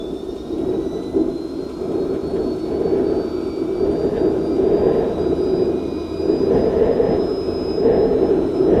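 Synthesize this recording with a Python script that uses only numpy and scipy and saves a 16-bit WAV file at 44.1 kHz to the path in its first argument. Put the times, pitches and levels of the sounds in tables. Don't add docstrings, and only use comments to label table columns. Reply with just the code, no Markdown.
import sys
import numpy as np
from scipy import signal
from scipy.fft import rfft, irfft, next_fast_len
from scipy.io import wavfile
from scipy.ndimage import uniform_filter1d

SR = 44100
rng = np.random.default_rng(int(sys.argv[2]) if len(sys.argv) > 2 else 0)


def wav_out(sig):
    wavfile.write(sys.argv[1], SR, np.round(np.clip(np.atleast_2d(sig).T, -1, 1) * 32767).astype(np.int16))


N = 388080

# t/s, speed/(turns/s)
SHAFT_SPEED = [(0.0, 57.88), (0.3, 60.55), (0.7, 64.15), (1.0, 66.28), (1.4, 68.68), (1.8, 70.33),
               (2.3, 72.66), (2.7, 74.1), (3.15, 76.1), (3.8, 77.05), (4.25, 78.62), (4.65, 79.27),
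               (5.25, 81.5), (5.8, 82.13), (6.25, 81.7), (6.8, 83.08), (7.25, 85.2), (7.8, 84.5),
               (8.3, 86.0), (8.8, 85.5)]
FULL_TURNS = 85

# f/Hz, level/dB
DUCT_COLOUR = [(500, -120), (900, -0.5), (1180, -2), (1300, 0), (1450, -3.5), (1560, -6.5), (1750, -21),
               (2000, -23), (3000, -120)]
THROAT_COLOUR = [(1300, -120), (1900, -2.5), (2150, -2.5), (2350, 1.5), (2650, -6.5), (3100, -3),
                 (3400, -8.5), (3800, -4), (4100, -3), (5000, -120)]
HISS_COLOUR = [(2500, -120), (3300, 7.5), (3700, 7), (4100, 5.5), (4500, 4.5), (5000, 8.5), (5600, 3),
               (6200, 1), (7500, -2), (8100, -3.5), (9500, -4), (11000, -7.5), (13000, -9.5),
               (15200, -12.5)]
# level/dB at full speed, growth/(dB per dB of shaft speed)
DUCT_LEVEL = (-44.5, 2.65)
THROAT_LEVEL = (-53.5, 2.75)
HISS_LEVEL = (-56.5, .1)

# t/s, level/dB
SPARKS = [(.135, -60), (0.356, -57), (.578, -54.5), (.80, -64.5), (1.022, -55), (1.245, -65), (1.69, -55.5),
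          (1.915, -57), (2.135, -56), (2.361, -69), (2.578, -60), (2.80, -61), (3.69, -67), (3.91, -54),
          (4.56, -57), (4.79, -61), (6.13, -60.5), (6.35, -59.5), (6.56, -54), (6.79, -66), (7.47, -62),
          (8.56, -57)]
# f/Hz, level/dB
SPARK_COLOUR = [(1000, -120), (2000, 3.5), (3300, 10), (5000, -5.5), (8000, -1), (11000, -9.5),
                (13000, -18.5), (16000, -30.5)]

# f/Hz, level/dB
BEARING_COLOUR = [(2500, -120), (4000, -1), (5500, 0), (7000, -6.5), (9000, -2), (11000, -9),
                  (13000, -13.5), (15500, -16)]
BALL_ORDER, BALLS = 4.241, 10

# t/s, level/dB
WHINE = [(0, -48), (.5, -51.5), (.95, -50), (1.35, -50), (2.0, -53), (2.65, -49), (3.4, -52), (3.85, -46.5),
         (4.5, -51), (4.8, -49), (5.05, -53.5), (5.55, -45.5), (5.85, -56), (6.2, -44.5), (6.9, -48),
         (7.1, -46), (7.8, -40), (8.05, -46), (8.4, -51.5), (8.6, -48), (8.8, -54)]
# t/s, level/dB
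HALF_WHINE = [(0, -71), (.55, -66), (1.1, -59), (1.35, -75), (2.5, -71), (2.95, -55), (3.2, -66),
              (3.7, -52.5), (4.15, -71), (4.55, -59), (5.3, -63), (6.05, -52), (6.4, -58), (6.9, -74),
              (7.25, -73), (7.5, -57), (7.75, -58), (8.0, -78), (8.5, -63), (8.8, -75)]
# t/s, length/s
DROPOUTS = [(.13, 0.018), (0.258, .02), (0.348, 0.041), (.439, 0.015), (.559, .02), (0.65, 0.03),
            (.778, 0.018), (1.157, 0.02), (1.26, 0.034), (1.707, 0.017), (1.89, 0.063), (2.07, 0.018),
            (2.18, .05), (2.375, .02), (2.567, 0.032), (2.7, 0.018), (2.803, 0.034), (2.993, .05),
            (3.696, 0.095), (3.885, .03), (4.14, 0.034), (4.347, 0.045), (4.613, .04), (4.714, 0.018),
            (5.049, .03), (5.168, 0.026), (5.333, 0.042), (5.74, .07), (6.51, 0.023), (6.733, .04),
            (6.81, .02), (6.9, .02), (7, .04), (7.9, 0.038), (8.174, .06), (8.33, 0.027), (8.436, 0.033),
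            (8.516, .03), (8.71, 0.044)]
DROPOUT_DEPTH = 0.81
GRAIN = 0.066
TONE_ORDERS = (1, 46, 47, 48, 72, 90)
TONE_LEVELS = (-50.5, -74.5, -74.5, -73, -81.5, -77.5)
TONE_DUCK = (.5, -0.67, 0.18, 0.099, -0.073, 0.25)
# f/Hz, width/Hz, lift/dB
TONE_LIFTS = [(67.4, 4, 1.5), (82.9, 3, 10), (77.3, 2, 5), (4100, 40, 9), (3640, 40, 13), (3750, 50, 14.5),
              (3844, 63, 12.5), (3935, 50, 18.5), (5000, 60, 8), (5420, 360, 14.5), (5936, 80, 17)]
FAINT_ORDERS = (23, 42, 45, 59, 66, 78, 84, 96, 102, 108)
FAINT_LEVELS = (-78, -82, -78.5, -69.5, -80.5, -84.5, -80.5, -79.5, -79, -84.5)
# f/Hz at the start, rise/(Hz/s), level/dB, gone by/s
WHISTLE = (3772, 17, -64, 4.2)

# t/s, strength/dB, pipe resonance f/Hz
FLAME = [(0.0, -26, 363), (0.19, -30.5, 362), (0.32, -26.5, 364), (0.42, -30, 357), (0.55, -22, 338),
         (0.73, -24.5, 375), (0.88, -26, 352), (0.98, -21.5, 381), (1.1, -26, 350), (1.18, -20.5, 355),
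         (1.37, -28.5, 347), (1.75, -29, 345), (1.84, -22.5, 365), (2.13, -22, 387), (2.2, -25, 367),
         (2.37, -20.5, 392), (2.46, -22.5, 357), (2.62, -27.5, 356), (2.72, -20.5, 385), (3.0, -18.5, 395),
         (3.19, -20, 380), (3.33, -25.5, 367), (3.62, -24.5, 352), (3.92, -19.5, 384), (4.16, -18.5, 411),
         (4.29, -18.5, 378), (4.55, -22.5, 363), (4.75, -16, 414), (4.85, -18.5, 403), (4.97, -17, 426),
         (5.29, -21, 383), (5.41, -19.5, 374), (5.61, -18.5, 386), (5.96, -24, 355), (6.2, -25.5, 362),
         (6.3, -18.5, 395), (6.4, -21, 378), (6.55, -15.5, 416), (6.89, -16.5, 440), (7.13, -16.5, 438),
         (7.2, -18.5, 405), (7.45, -23, 380), (7.74, -22.5, 385), (7.87, -15, 422), (8.12, -15.5, 417),
         (8.55, -21.5, 365), (8.73, -13, 405), (8.8, -15, 433)]
FULL_DB, COOL_HZ = -17, 350
# f/Hz, level/dB
RUMBLE_COLOUR = [(15, -30), (25, -5), (60, 0.5), (120, -1), (230, 4.5), (300, -3), (400, -40.5),
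                 (800, -120)]
MID_COLOUR = [(200, -120), (400, -7.5), (500, -0.5), (680, -1), (800, -8.5), (1040, -17.5), (1150, -22.5),
              (1300, -30), (1600, -45.5), (3000, -120)]
UPPER_COLOUR = [(1100, -120), (1600, -9), (2000, 1), (2300, -1.5), (2900, 0), (4000, -10), (6000, -120)]
# level/dB at full flame and cool pipe, growth/(dB per dB of flame),
# heat/(dB per Hz of pipe resonance), flutter/dB
PIPE_PART = (-16.5, 1.17, -0.0022, 0.26)
RUMBLE_PART = (-28, 0.83, 0.0478, 1.26)
MID_PART = (-31, 0.94, 0.0683, 0.72)
UPPER_PART = (-53, 1.05, 0.1137, 1.13)
# t/s, level/dB, length/s
BURSTS = [(2.16, -53, .02), (2.37, -50, .015), (2.97, -51.5, 0.032), (4.172, -47, 0.028),
          (8.33, -51.5, 0.034)]

# f/Hz, width/Hz, boost or dip/dB
ROOM = [(57, 11, -2), (82, 7.4, 2), (93.5, 7.4, -5.5), (128.2, 6.4, -10.5), (155, 8, -1.5), (175, 12, 1),
        (190.4, 5.6, -3), (206, 8, -2.5), (263.3, 10.6, 6.5), (275, 8, 3), (321.6, 12.7, 6), (380.6, 13, 3),
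        (457.7, 16, 3), (522, 21, -1.5), (558, 23, -0.5), (660, 21, 3), (753, 14, -8.5), (791, 14, 2.5),
        (831, 13, 4), (940, 22, -3), (1015, 13, 6.5), (1185, 24, -7.5), (1265, 48, 2.5), (1490, 14, -10.5),
        (1693, 20, -7.5), (2100, 36, -4.5)]
TOP_HZ = 15250


def amp(db):
    return 10 ** (np.asarray(db) / 20)


def unit(x):
    return x / np.sqrt(np.mean(x ** 2) + 1e-20)


def along(points, hz):
    f, value = np.transpose(points)
    return np.interp(np.log(hz + 1), np.log(f + 1), value)


def curves(rows, t=None):
    s, *columns = np.transpose(rows)
    times = np.arange(N) / SR if t is None else t
    return [np.interp(times, s, column) for column in columns]


def wobble(rate):
    knots = int(N * rate // SR + 2)
    return np.interp(np.arange(N) * rate / SR, np.arange(knots), rng.standard_normal(knots))


def fading(rate):
    return (wobble(rate) + 1j * wobble(rate)) * np.sqrt(3 / 4)


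def filtered(x, response):
    size = next_fast_len(N + SR // 2)
    return irfft(rfft(x, size) * response(np.fft.rfftfreq(size, 1 / SR)), size)[:N]


def rush(colour):
    return unit(filtered(rng.standard_normal(N), lambda hz: amp(along(colour, hz))))


def echoes(x, t60, wet):
    t = np.arange(SR // 2) / SR
    tail = rng.standard_normal(len(t)) * amp(-60 * t / t60)
    return x + wet * signal.fftconvolve(x, tail / np.linalg.norm(tail))[:N]


def patchy(x, depth_db):
    z = signal.stft(x, nperseg=512)[2]
    field = uniform_filter1d(rng.standard_normal(z.shape), 3, 0)
    field = uniform_filter1d(field, 60, 1)
    return unit(signal.istft(z * amp(depth_db * unit(field)), nperseg=512)[1][:N])


def air():
    speed_db = 20 * np.log10(curves(SHAFT_SPEED)[0] / FULL_TURNS)
    level = lambda db, grows: amp(db + grows * speed_db)
    throat = level(*THROAT_LEVEL) * rush(THROAT_COLOUR)
    hiss = level(*HISS_LEVEL) * rush(HISS_COLOUR)
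    flow = echoes(throat + hiss, t60=0.099, wet=0.73)
    flow += level(*DUCT_LEVEL) * rush(DUCT_COLOUR)
    return np.std(flow) * amp(0.35 * wobble(6.6)) * patchy(flow, depth_db=1.25)


def igniter():
    out, t = np.zeros(N + SR), np.arange(SR // 5) / SR
    for s, db in SPARKS:
        shape = amp(db - 60 * t / 0.18) * (1 - np.exp(-t / .002))
        out[round(s * SR):][:len(t)] += shape * rng.standard_normal(len(t))
    return 2.6 * filtered(out[:N], lambda hz: amp(along(SPARK_COLOUR, hz)))


def bearing(turns, count=56):
    ball = BALL_ORDER * turns + .03 * wobble(16)
    clicks = np.sin((count + .5) * ball) / (np.sin(ball / 2) + 1e-9)
    clicks = np.clip(clicks, -2 * count - 1, 2 * count + 1)
    clicks *= 1 + 1.1 * np.cos(ball / BALLS)
    ring = filtered(clicks, lambda hz: amp(along(BEARING_COLOUR, hz)))
    return amp(-64) * patchy(echoes(ring, t60=0.32, wet=4.3), depth_db=5.5)


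def rotor(turns):
    tone = lambda order, size: np.sqrt(2) * np.imag(size * np.exp(1j * order * turns))
    t, speed = np.arange(N) / SR, curves(SHAFT_SPEED)[0]
    flame_db = curves(FLAME)[0] - FULL_DB

    dips = [1 - DROPOUT_DEPTH * np.exp(-((t[::64] - s) / long) ** 2) for s, long in DROPOUTS]
    kept = np.prod(dips, axis=0).repeat(64)[:N]
    grain = GRAIN * np.abs(np.gradient(speed) * SR) * fading(70)
    unsteady = 1 + 0.16 * fading(9) + .25 * fading(30) + grain
    out = tone(60, amp(curves(WHINE)[0]) * kept * unsteady)
    out += tone(30, amp(curves(HALF_WHINE)[0]) * (1 + .3 * fading(20)))

    for order, db, duck in zip(TONE_ORDERS, TONE_LEVELS, TONE_DUCK):
        pitch = order * speed[::64]
        lift_db = sum(up_db * np.exp(-((pitch - hz) / wide) ** 2) for hz, wide, up_db in TONE_LIFTS)
        level = amp(db + lift_db.repeat(64)[:N] - duck * flame_db)
        out += tone(order, level * (0.79 + .5 * fading(28)))

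    hz, rise, db, gone_s = WHISTLE
    fade = np.clip(2 - 2 * t / gone_s, 0, 1)
    whistle = np.exp(2j * np.pi * (hz + rise * t / 2) * t)
    out += tone(0, amp(db) * fade * whistle * (1 + fading(4) / 3))
    return out + sum(tone(order, amp(db) * fading(5)) for order, db in zip(FAINT_ORDERS, FAINT_LEVELS))


def pipe_roar(multiple, width_hz):
    hz, t, z = signal.stft(rng.standard_normal(N), SR, nperseg=2048, noverlap=1536)
    centre = multiple * curves(FLAME, t)[1]
    gain = 1 / (1 + ((hz[:, None] - centre) / width_hz) ** 2)
    return unit(signal.istft(z * gain, SR, nperseg=2048, noverlap=1536)[1][:N])


def flame():
    strength_db, pipe_hz = curves(FLAME)
    flutter = wobble(14) + wobble(45)
    pockets_db = 1.5 * wobble(8)
    strength_db = strength_db - FULL_DB + pockets_db
    heat_hz = pipe_hz - COOL_HZ
    level = lambda db, grows, heats, shakes: amp(
        db + grows * strength_db + heats * heat_hz + shakes * flutter)

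    roar = level(*PIPE_PART) * pipe_roar(1, width_hz=57.6)
    roar += level(*RUMBLE_PART) * rush(RUMBLE_COLOUR)
    roar += level(*MID_PART) * rush(MID_COLOUR)
    t = np.arange(N) / SR
    bursts = sum(amp(db) * np.exp(-((t - s) / long) ** 2) for s, db, long in BURSTS)
    upper = pipe_roar(4.07, width_hz=210) + 0.48 * rush(UPPER_COLOUR)
    return roar + (level(*UPPER_PART) + bursts) * upper


def scene():
    turns = 2 * np.pi * np.cumsum(curves(SHAFT_SPEED)[0]) / SR
    standing = lambda hz: amp(sum(db * np.exp(-((hz - c) / w) ** 2) for c, w, db in ROOM))
    coloured = filtered(air() + flame(), standing)
    return (coloured + igniter() + bearing(turns) + rotor(turns))[None]


def record(dry):
    power = uniform_filter1d(dry[0] ** 2, int(.12 * SR))
    power = np.abs(uniform_filter1d(power, int(.07 * SR)))
    gain = (1 + power / amp(-13.0) ** 2) ** -.35
    return filtered(dry[0] * gain, lambda hz: hz < TOP_HZ)[None]


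dry = scene()
out = record(dry)
wav_out(out)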